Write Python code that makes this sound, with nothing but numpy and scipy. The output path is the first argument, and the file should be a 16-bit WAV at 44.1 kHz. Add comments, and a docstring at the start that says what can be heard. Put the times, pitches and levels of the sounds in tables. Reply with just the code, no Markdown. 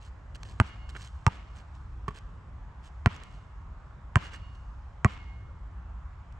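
"""An outdoor asphalt court: a little to the right, a basketball is bounced five times, with one smacking
catch after the second bounce. Each bounce is a slap of rubber, a low thump, a brief ring of the skin
and the long ping of the air inside; hedges and trees scatter it back. In between, soles scuff over grit,
palms slide on the ball and clothes rustle, over a low rumble and the hush of far traffic."""
import sys
import numpy as np
from scipy import signal
from scipy.fft import rfft, irfft, next_fast_len
from scipy.io import wavfile
from scipy.ndimage import uniform_filter1d

SR = 44100
rng = np.random.default_rng(int(sys.argv[2]) if len(sys.argv) > 2 else 0)


def digitize_waveform(pressure):
    """Quantize a signal to 16-bit integers and store it at the path in sys.argv[1].

    Rows of a 2-D input are taken as channels; values are limited to [-1, 1].
    """
    field = np.atleast_2d(pressure).T
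    bounded = np.clip(field, -1, 1)
    quanta = np.round(bounded * 32767).astype(np.int16)
    wavfile.write(sys.argv[1], SR, quanta)


N = 281799


def amp(db):
    """Decibels to gain."""
    return 10 ** (np.asarray(db) / 20)


def unit_rms(x):
    """Scales to rms 1."""
    return x / np.sqrt(np.mean(x ** 2) + 1e-20)


def curve_at(points, hz):
    """Reads a curve on a log-frequency axis."""
    freqs, values = np.transpose(points)
    return np.interp(np.log(hz + 1), np.log(freqs + 1), values)


def add(mix, start_s, sound):
    """Mixes a sound in at its start time."""
    part = mix[max(round(start_s * SR), 0):][:len(sound)]
    part += sound[:len(part)]


def coloured(x, spectrum):
    """Gives x a spectrum while keeping the power of white noise."""
    gain = amp(curve_at(spectrum, np.fft.rfftfreq(len(x), 1 / SR)))
    return irfft(rfft(x) * unit_rms(gain), len(x))


# Tone of the rumble and traffic bed. 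Each row: frequency in Hz, relative level in dB.
BED_TONE = [(12, -40), (20, -25.5), (40, -6.5), (61, 2.5), (73, -7), (87, -6.5), (122, -14.5), (179, -20.5),
            (209, -28), (464, -37), (1120, -28.5), (2420, -47), (4610, -58.5), (7330, -60), (9480, -72.5),
            (12300, -100), (20900, -120)]
# Its stereo width. Each row: frequency in Hz, left-right likeness (1 is mono).
BED_LIKENESS = [(60, 0.99), (120, 1), (250, 0.64), (510, 0.64), (1050, 0.84), (2160, 0.14), (4410, 0.35),
                (9030, 0.7)]
# Its pan. Each row: frequency in Hz, left over right in dB.
BED_PAN = [(60, 0), (160, -.5), (450, -4), (1220, -2), (3310, 1), (9030, 2)]
def far_traffic(level_db=-43, drift_db=1.3):
    """Low rumble and the hush of far traffic, drifting in soft patches."""
    hz = np.fft.rfftfreq(4096, 1 / SR)
    a, b, c, d, drift = rng.standard_normal((5, len(hz), N // 1024 + 5))
    drift = uniform_filter1d(drift, size=30, axis=0)  # smooth over frequency, then time
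    drift = unit_rms(uniform_filter1d(drift, size=8, axis=1))
    likeness = np.clip(curve_at(BED_LIKENESS, hz), -1, 1)[:, None]
    left = a + 1j * b
    right = likeness * left + np.sqrt(1 - likeness ** 2) * (c + 1j * d)
    spectra = np.array([left, right]) / np.sqrt((1 + likeness) / 2)
    pan_db = curve_at(BED_PAN, hz)[:, None] / 2
    spectra *= amp(curve_at(BED_TONE, hz)[:, None] + drift_db * drift + np.array([pan_db, -pan_db]))
    bed = signal.istft(spectra, nperseg=4096, noverlap=3072)[1][:, :N]
    return amp(level_db) * unit_rms(bed)


def friction(size, clump_db=6.0):
    """Friction noise, bunched into slips of about a millisecond."""
    clumps = unit_rms(uniform_filter1d(rng.standard_normal(size), size=50))
    return unit_rms(rng.standard_normal(size) * amp(clump_db * np.clip(clumps, -2, 2)))


# A scuff's two layers, gritty hiss and dull rub. Each row: frequency in Hz, relative level in dB.
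HISS_TONE = [(200, -22), (1500, -10.5), (3000, 11.5), (4800, 4), (7800, 1), (9300, -8.5), (10300, -21),
             (12700, -19), (14500, -39)]
RUB_TONE = [(60, -15), (400, -4), (800, -8), (1250, -3), (1600, 3), (2150, -6), (3200, -9), (4200, -24),
            (10000, -48)]
def scuffs(strokes):
    """Surfaces rub together: each stroke is a swell of hiss and rub."""
    hiss, rub = np.zeros((2, N))
    for start_s, length_s, hiss_db, rub_db in strokes:
        swell = np.sin(np.linspace(0, np.pi, max(int(length_s * SR), 8)))
        add(hiss, start_s, amp(hiss_db) * swell * friction(len(swell)))
        add(rub, start_s, amp(rub_db) * swell * friction(len(swell)))
    return coloured(hiss, HISS_TONE) + coloured(rub, RUB_TONE)


def grit_scuffs(strokes, rub_db=-2.5):
    """Scuffs on grit hiss more than they rub."""
    return scuffs([(start_s, length_s, db, db + rub_db) for start_s, length_s, db in strokes])


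# Light footwork. Each row: start in seconds, length in seconds, level in dB.
FOOT_SHUFFLES = [(0, 0.1, -60.5), (1.743, 0.035, -65), (2.829, 0.068, -60), (3.284, 0.12, -69),
                 (4.548, 0.012, -62.5)]
def shuffles():
    """Soles shift lightly on the asphalt."""
    return grit_scuffs(FOOT_SHUFFLES)


def clothes(step_db=-64.5, shuffle_db=-75, hands_db=-74, rise_s=0.046, fall_s=0.25):
    """Cloth rustles: it swells into each move of the feet or palms and dies away after it."""
    t = np.arange(N) / SR
    moves = [(start_s + roll_delay_s, step_db) for start_s, roll_delay_s, *_ in FOOTSTEPS]
    moves += [(start_s, shuffle_db) for start_s, *_ in FOOT_SHUFFLES]
    moves += [(start_s, hands_db) for start_s, *_ in PALM_SLIDES]
    power = np.zeros(N)
    for peak_s, db in moves:
        swell = np.exp(-np.maximum((peak_s - t) / rise_s, (t - peak_s) / fall_s))
        power += (amp(db) * swell) ** 2
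    return coloured(np.sqrt(power) * friction(N, clump_db=3.5), HISS_TONE)


# Walking. Each row: heel strike in seconds, then the roll's delay and length in seconds and level in dB.
FOOTSTEPS = [(.345, .103, 0.094, -58.5), (0.887, .075, 0.14, -53)]
def footsteps(heel_s=0.024, heel_db=-49.5, pat_s=0.017, pat_boost_db=7):
    """The heel strikes, then the sole pats down dully and rolls over grit."""
    gritty, pats = [], []
    for start_s, roll_delay_s, roll_s, roll_db in FOOTSTEPS:
        gritty += [(start_s, heel_s, heel_db), (start_s + roll_delay_s, roll_s, roll_db)]
        pats.append((start_s + roll_delay_s, pat_s, roll_db, roll_db + pat_boost_db))
    return grit_scuffs(gritty) + scuffs(pats)


# Small sharp ticks. Each row: start in seconds, hiss level in dB, rub level in dB.
SHARP_TAPS = [(.4305, -44, -40), (2.1848, -50, -55), (3.162, -43.5, -45), (3.2335, -47, -49),
              (6.323, -60, -72)]
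def taps(length_s=0.0047):
    """Fingertips and pebbles tap: contacts only milliseconds long."""
    return scuffs([(start_s, length_s, hiss_db, rub_db) for start_s, hiss_db, rub_db in SHARP_TAPS])


def thump(t, start_hz=122, end_hz=78, length_s=0.019):
    """The ball flattens, springs back and overshoots: two low cycles that slow down."""
    progress = np.minimum(t / length_s, 1)
    cycles = np.cumsum(start_hz + (end_hz - start_hz) * progress) / SR
    envelope = abs(np.sin(np.pi * progress ** 1.32)) ** 0.49 * (1 - progress ** 6)
    return -np.sin(2 * np.pi * cycles) * envelope


def dispersed(x, pole=0.845, stages=4):
    """Lows travel more slowly through the skin than highs: a click becomes a quick falling chirp."""
    for _ in range(stages):
        x = signal.lfilter([-pole, 1], [1, -pole], x)
    return x


# Tone of rubber hitting asphalt. Each row: frequency in Hz, level in dB.
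SLAP_TONE = [(40, -6), (220, 24.5), (480, 5.5), (750, 15), (1250, 23), (2000, 15.5), (3100, 8.5),
             (3800, -2.5), (5000, -7), (7600, -6), (9000, -12.5), (10200, -31.5), (12500, -28),
             (16000, -68.5)]
def rubber_click(tilt_db, size=2048):
    """The bare impact: the sharpest pulse with this tone, tilted by tilt_db per octave."""
    hz = abs(np.fft.fftfreq(size, 1 / SR))
    log_gain = np.log(amp(curve_at(SLAP_TONE, hz) + tilt_db * np.log2((hz + 100) / 1500)))
    minimum_phase = np.exp(np.conj(signal.hilbert(log_gain)))
    pulse = np.fft.ifft(minimum_phase).real
    return pulse[:size // 2] * signal.windows.tukey(size)[size // 2:]


def slap(t, tilt_db, tick_hz, tick_db=2, crunch_db=-23, peel_db=-40, scatter_db=-54):
    """A hard click, grit crushed under the rubber, a rasp as it peels off, and scatter from the court."""
    crunch = amp(crunch_db) * np.exp(-t / 0.002)
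    peel = amp(peel_db) * np.exp(-((t - 0.01194) / 0.0021) ** 2)
    scatter = amp(scatter_db) * np.exp(-t / 0.025)
    impulse = t == 0
    drive = (crunch + peel + scatter) * rng.standard_normal(len(t)) - impulse
    drive += amp(tick_db) * signal.lfilter(*signal.iirpeak(tick_hz, Q=4, fs=SR), drive)
    return signal.fftconvolve(dispersed(drive), rubber_click(tilt_db))[:len(t)]


def knock(t, hz, db, t60=0.054):
    """A hollow note that depends on which panel is hit; it starts inward like the slap."""
    return -amp(db - 60 * t / t60) * np.sin(2 * np.pi * hz * t)


# The skin's damped modes. Each row: frequency in Hz before detuning, level in dB, 60 dB decay in seconds.
SKIN_MODES = [(226, -17, 0.075), (427, -34.5, 0.091), (687, -27.5, 0.06), (1350, -36.5, 0.022),
              (1644, -29, 0.069), (1904, -33, 0.083), (2626, -43, 0.12)]
def skin_ring(t, note_hz, ring_db, modes_db, note_db=-20.5, lift_db=-22, note_t60=0.018):
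    """The skin rings briefly, is choked by the contact and sounds again on lift-off."""
    choke = np.exp(-((t - 0.007) / 0.0015) ** 2)
    lift_off = np.exp(-((t - 0.015) / 0.0045) ** 2)
    envelope = amp(note_db - 60 * t / note_t60) + amp(lift_db) * lift_off
    note = envelope * np.sin(2 * np.pi * note_hz * t)
    modes = sum(amp(db - 60 * t / t60) * np.sin(2 * np.pi * hz * rng.uniform(0.76, 1.02) * t)
                for hz, db, t60 in SKIN_MODES)
    return amp(ring_db) * note + amp(modes_db) * modes * (1 - choke / 2 + 1.86 * lift_off)


# Pings of the air in the ball. Each row: frequency in Hz, level in dB, 60 dB decay in seconds.
AIR_MODES = [(1003, -56, .3), (1610, -62, .35), (2159, -48, .9), (2197, -55, .5), (2700, -70, .5),
             (2852, -46, .8), (3220, -76, .6), (3494, -76, .7), (4113, -82, .6), (4414, -63, .85)]
def air_ping(low_db, high_db, spin_hz, spin_s, split_hz=2500):
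    """The enclosed air pings; its lobes sweep past as the ball spins and stand still once it is held."""
    t = np.arange(SR) / SR
    angle = 2 * np.pi * spin_hz * np.minimum(t - spin_s, 0)
    swell = 1 - 0.75 * np.exp(-(t / 0.19) ** 2)  # the ball rises from the ground
    ping = np.zeros(SR)
    for hz, db, t60 in AIR_MODES:
        lobes = np.cos(angle + rng.uniform(-0.3, 0.3)) + 0.15j  # the dips never reach silence
        level_db = db + (low_db if hz < split_hz else high_db) - 60 * t / t60
        ping += amp(level_db) * (lobes * np.exp(2j * np.pi * hz * t)).imag
    return swell * ping


def returning_shock(t, db=-17, delay_s=0.00366, width_s=0.00034):
    """The shock runs round the ball and comes back as one dull pulse."""
    return -amp(db) * np.exp(-((t - delay_s) / width_s) ** 2)


# Tone of the echo from hedges and trees. Each row: frequency in Hz, level in dB.
FOLIAGE_TONE = [(40, -17), (100, 13.5), (250, -7.5), (550, -9), (1100, 0), (2000, -5.5), (3000, -7.5),
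                (4200, -17.5), (7600, -27.5), (9000, -39.5), (10200, -51), (12500, -54), (15000, -68)]
# Its tail. Each row: frequency in Hz, 60 dB decay in seconds.
FOLIAGE_DECAY = [(100, 1), (1000, 0.72), (3000, .7), (6000, 0.95), (11000, 0.64)]
def foliage_echo(start_s, level_db, swell_s=0.036, side_db=-3, reflections_per_s=3500):
    """Countless weak reflections build up in stereo as a blow reaches the foliage."""
    reflections = rng.standard_normal((2, SR)) * (rng.random((2, SR)) < reflections_per_s / SR)
    hz, t, spectra = signal.stft(reflections, SR, nperseg=256)
    swell = 1 - np.exp(-(t / swell_s) ** 2)
    shape = swell * amp(-60 * t / curve_at(FOLIAGE_DECAY, hz)[:, None])
    shape *= amp(curve_at(FOLIAGE_TONE, hz))[:, None] / np.sqrt(np.mean(shape ** 2, 1, keepdims=True))
    mid, side = signal.istft(spectra * shape, SR, nperseg=256)[1] / np.linalg.norm(reflections[0])
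    echo = np.zeros((2, N))
    add(echo[0], start_s, mid + amp(side_db) * side)
    add(echo[1], start_s, mid - amp(side_db) * side)
    return amp(level_db) * echo


# The dribble. Each row: start in seconds, force in dB, brightness in dB per octave, grit tick in Hz,
# knock in Hz, skin note in Hz, ring in dB, echo in dB, low pings in dB, high pings in dB,
# spin rate in Hz, spin time in seconds.
BALL_BOUNCES = [(0.6004, -1.5, -1.5, 8150, 1224, 900, -5, -3, 5.5, 7, 4.4, 0.23),
                (1.2658, -5, 1.3, 5550, 1205, 913, 2, -3.5, -1.5, -2, 5.2, 0.23),
                (3.0600, -1, -1.5, 4330, 1284, 1010, -13, -1, 1, 1.5, 4.3, 0.14),
                (4.1573, -1, -1.5, 7700, 716, 1013, -3.5, 1.5, -2, 11.5, 5.06, 0.3),
                (5.0466, 0, -2, 7050, 730, 1110, 1, -1.5, 10.5, 2, 7, 0.24)]
def bounces(thump_db=-9, knock_db=-20.5):
    """The ball hits the asphalt and its skin and air ring; returns the direct sound and the echo."""
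    t = np.arange(SR // 10) / SR
    direct, echo = np.zeros(N), np.zeros((2, N))
    for start_s, force_db, tilt_db, tick_hz, knock_hz, note_hz, ring_db, echo_db, *ping in BALL_BOUNCES:
        blow = amp(force_db) * (slap(t, tilt_db, tick_hz) + returning_shock(t))
        blow += amp(thump_db + 0.25 * force_db) * thump(t)  # grows far less with force than the slap
        blow += knock(t, knock_hz, knock_db + ring_db)
        blow += skin_ring(t, note_hz, ring_db, modes_db=force_db - 1.5)
        add(direct, start_s, blow)
        add(direct, start_s, air_ping(*ping))
        echo += foliage_echo(start_s, echo_db)
    return direct, echo


def grit_spray(delay_s=0.038, length_s=0.075, db=-60):
    """Each bounce throws up grit that patters back down."""
    return grit_scuffs([(start_s + delay_s, length_s, db) for start_s, *_ in BALL_BOUNCES])


# Handling the ball. Each row: start in seconds, length in seconds, rub level in dB.
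PALM_SLIDES = [(0.946, 0.029, -42), (1.537, 0.092, -58), (2.138, 0.06, -51), (3.212, 0.021, -48),
               (4.215, 0.086, -53.5), (4.313, 0.061, -48.5)]
def palms(hiss_db=-3, full_slide_s=0.067, hiss_db_per_doubling=17):
    """Palms slide on the ball, more rub than hiss; a touch shorter than a full slide is duller still."""
    strokes = []
    for start_s, length_s, db in PALM_SLIDES:
        dulling_db = hiss_db_per_doubling * np.log2(min(length_s / full_slide_s, 1))
        strokes.append((start_s, length_s, db + hiss_db + dulling_db, db))
    return scuffs(strokes)


def catch(start_s=2.081, rub_db=-28, hiss_db=-44, thump_db=-26, second_delay_s=0.026, second_db=-17.5):
    """One palm smacks the ball with a cupped note, the other closes softly; returns direct and echo."""
    t = np.arange(SR // 10) / SR
    smack = np.minimum(t / 0.0012, 1) * np.exp(-t / 0.0055)
    palm = coloured(amp(rub_db) * smack * friction(len(t)), RUB_TONE)
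    palm += coloured(amp(hiss_db) * smack * friction(len(t)), HISS_TONE)
    palm += knock(t, hz=1113, db=-21.5, t60=0.036) + knock(t, hz=413, db=-31, t60=0.048)
    palm += amp(thump_db) * thump(t, start_hz=167, end_hz=111, length_s=0.013)
    direct = np.zeros(N)
    add(direct, start_s, palm)
    add(direct, start_s + second_delay_s, amp(second_db) * palm)
    return direct, foliage_echo(start_s, level_db=-16)


# Shadow on the left microphone. Each row: frequency in Hz, level against the right in dB.
LEFT_SHADE = [(100, 0), (180, -.8), (320, -2), (560, -4), (1000, -4.6), (3000, -5.2), (5200, -2.2),
              (9000, -.5)]
# Its lag. Each row: frequency in Hz, phase against the right in radians.
LEFT_PHASE = [(40, 0), (150, -.07), (300, -.2), (1000, -.58), (2400, -1.05), (3360, -1.8), (3700, -3.1),
              (4050, -5.2), (4480, -6), (7300, -6.4), (9200, -6.25)]
def from_the_right(x):
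    """The body that houses the microphones shades and delays the left one for a sound from the right."""
    size = next_fast_len(N + SR // 10)
    hz = np.fft.rfftfreq(size, 1 / SR)
    response = amp(curve_at(LEFT_SHADE, hz)) * np.exp(1j * curve_at(LEFT_PHASE, hz))
    left = irfft(rfft(x, size) * response, size)[:N]
    return np.array([left, x])


def scene():
    """Player and ball to the right, with the echo and far traffic all around."""
    bed = far_traffic()
    bounced, bounce_echo = bounces()
    caught, catch_echo = catch()
    player = shuffles() + clothes() + footsteps() + taps() + palms()
    return from_the_right(player + bounced + grit_spray() + caught) + bounce_echo + catch_echo + bed


def record(dry, cutoff_hz=14800):
    """A steep low-pass takes off the very top of the treble."""
    lowpass = signal.firwin(255, cutoff_hz, window=("kaiser", 9), fs=SR)
    return signal.oaconvolve(dry, lowpass[None], "same")


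dry = scene()
out = record(dry)
digitize_waveform(out)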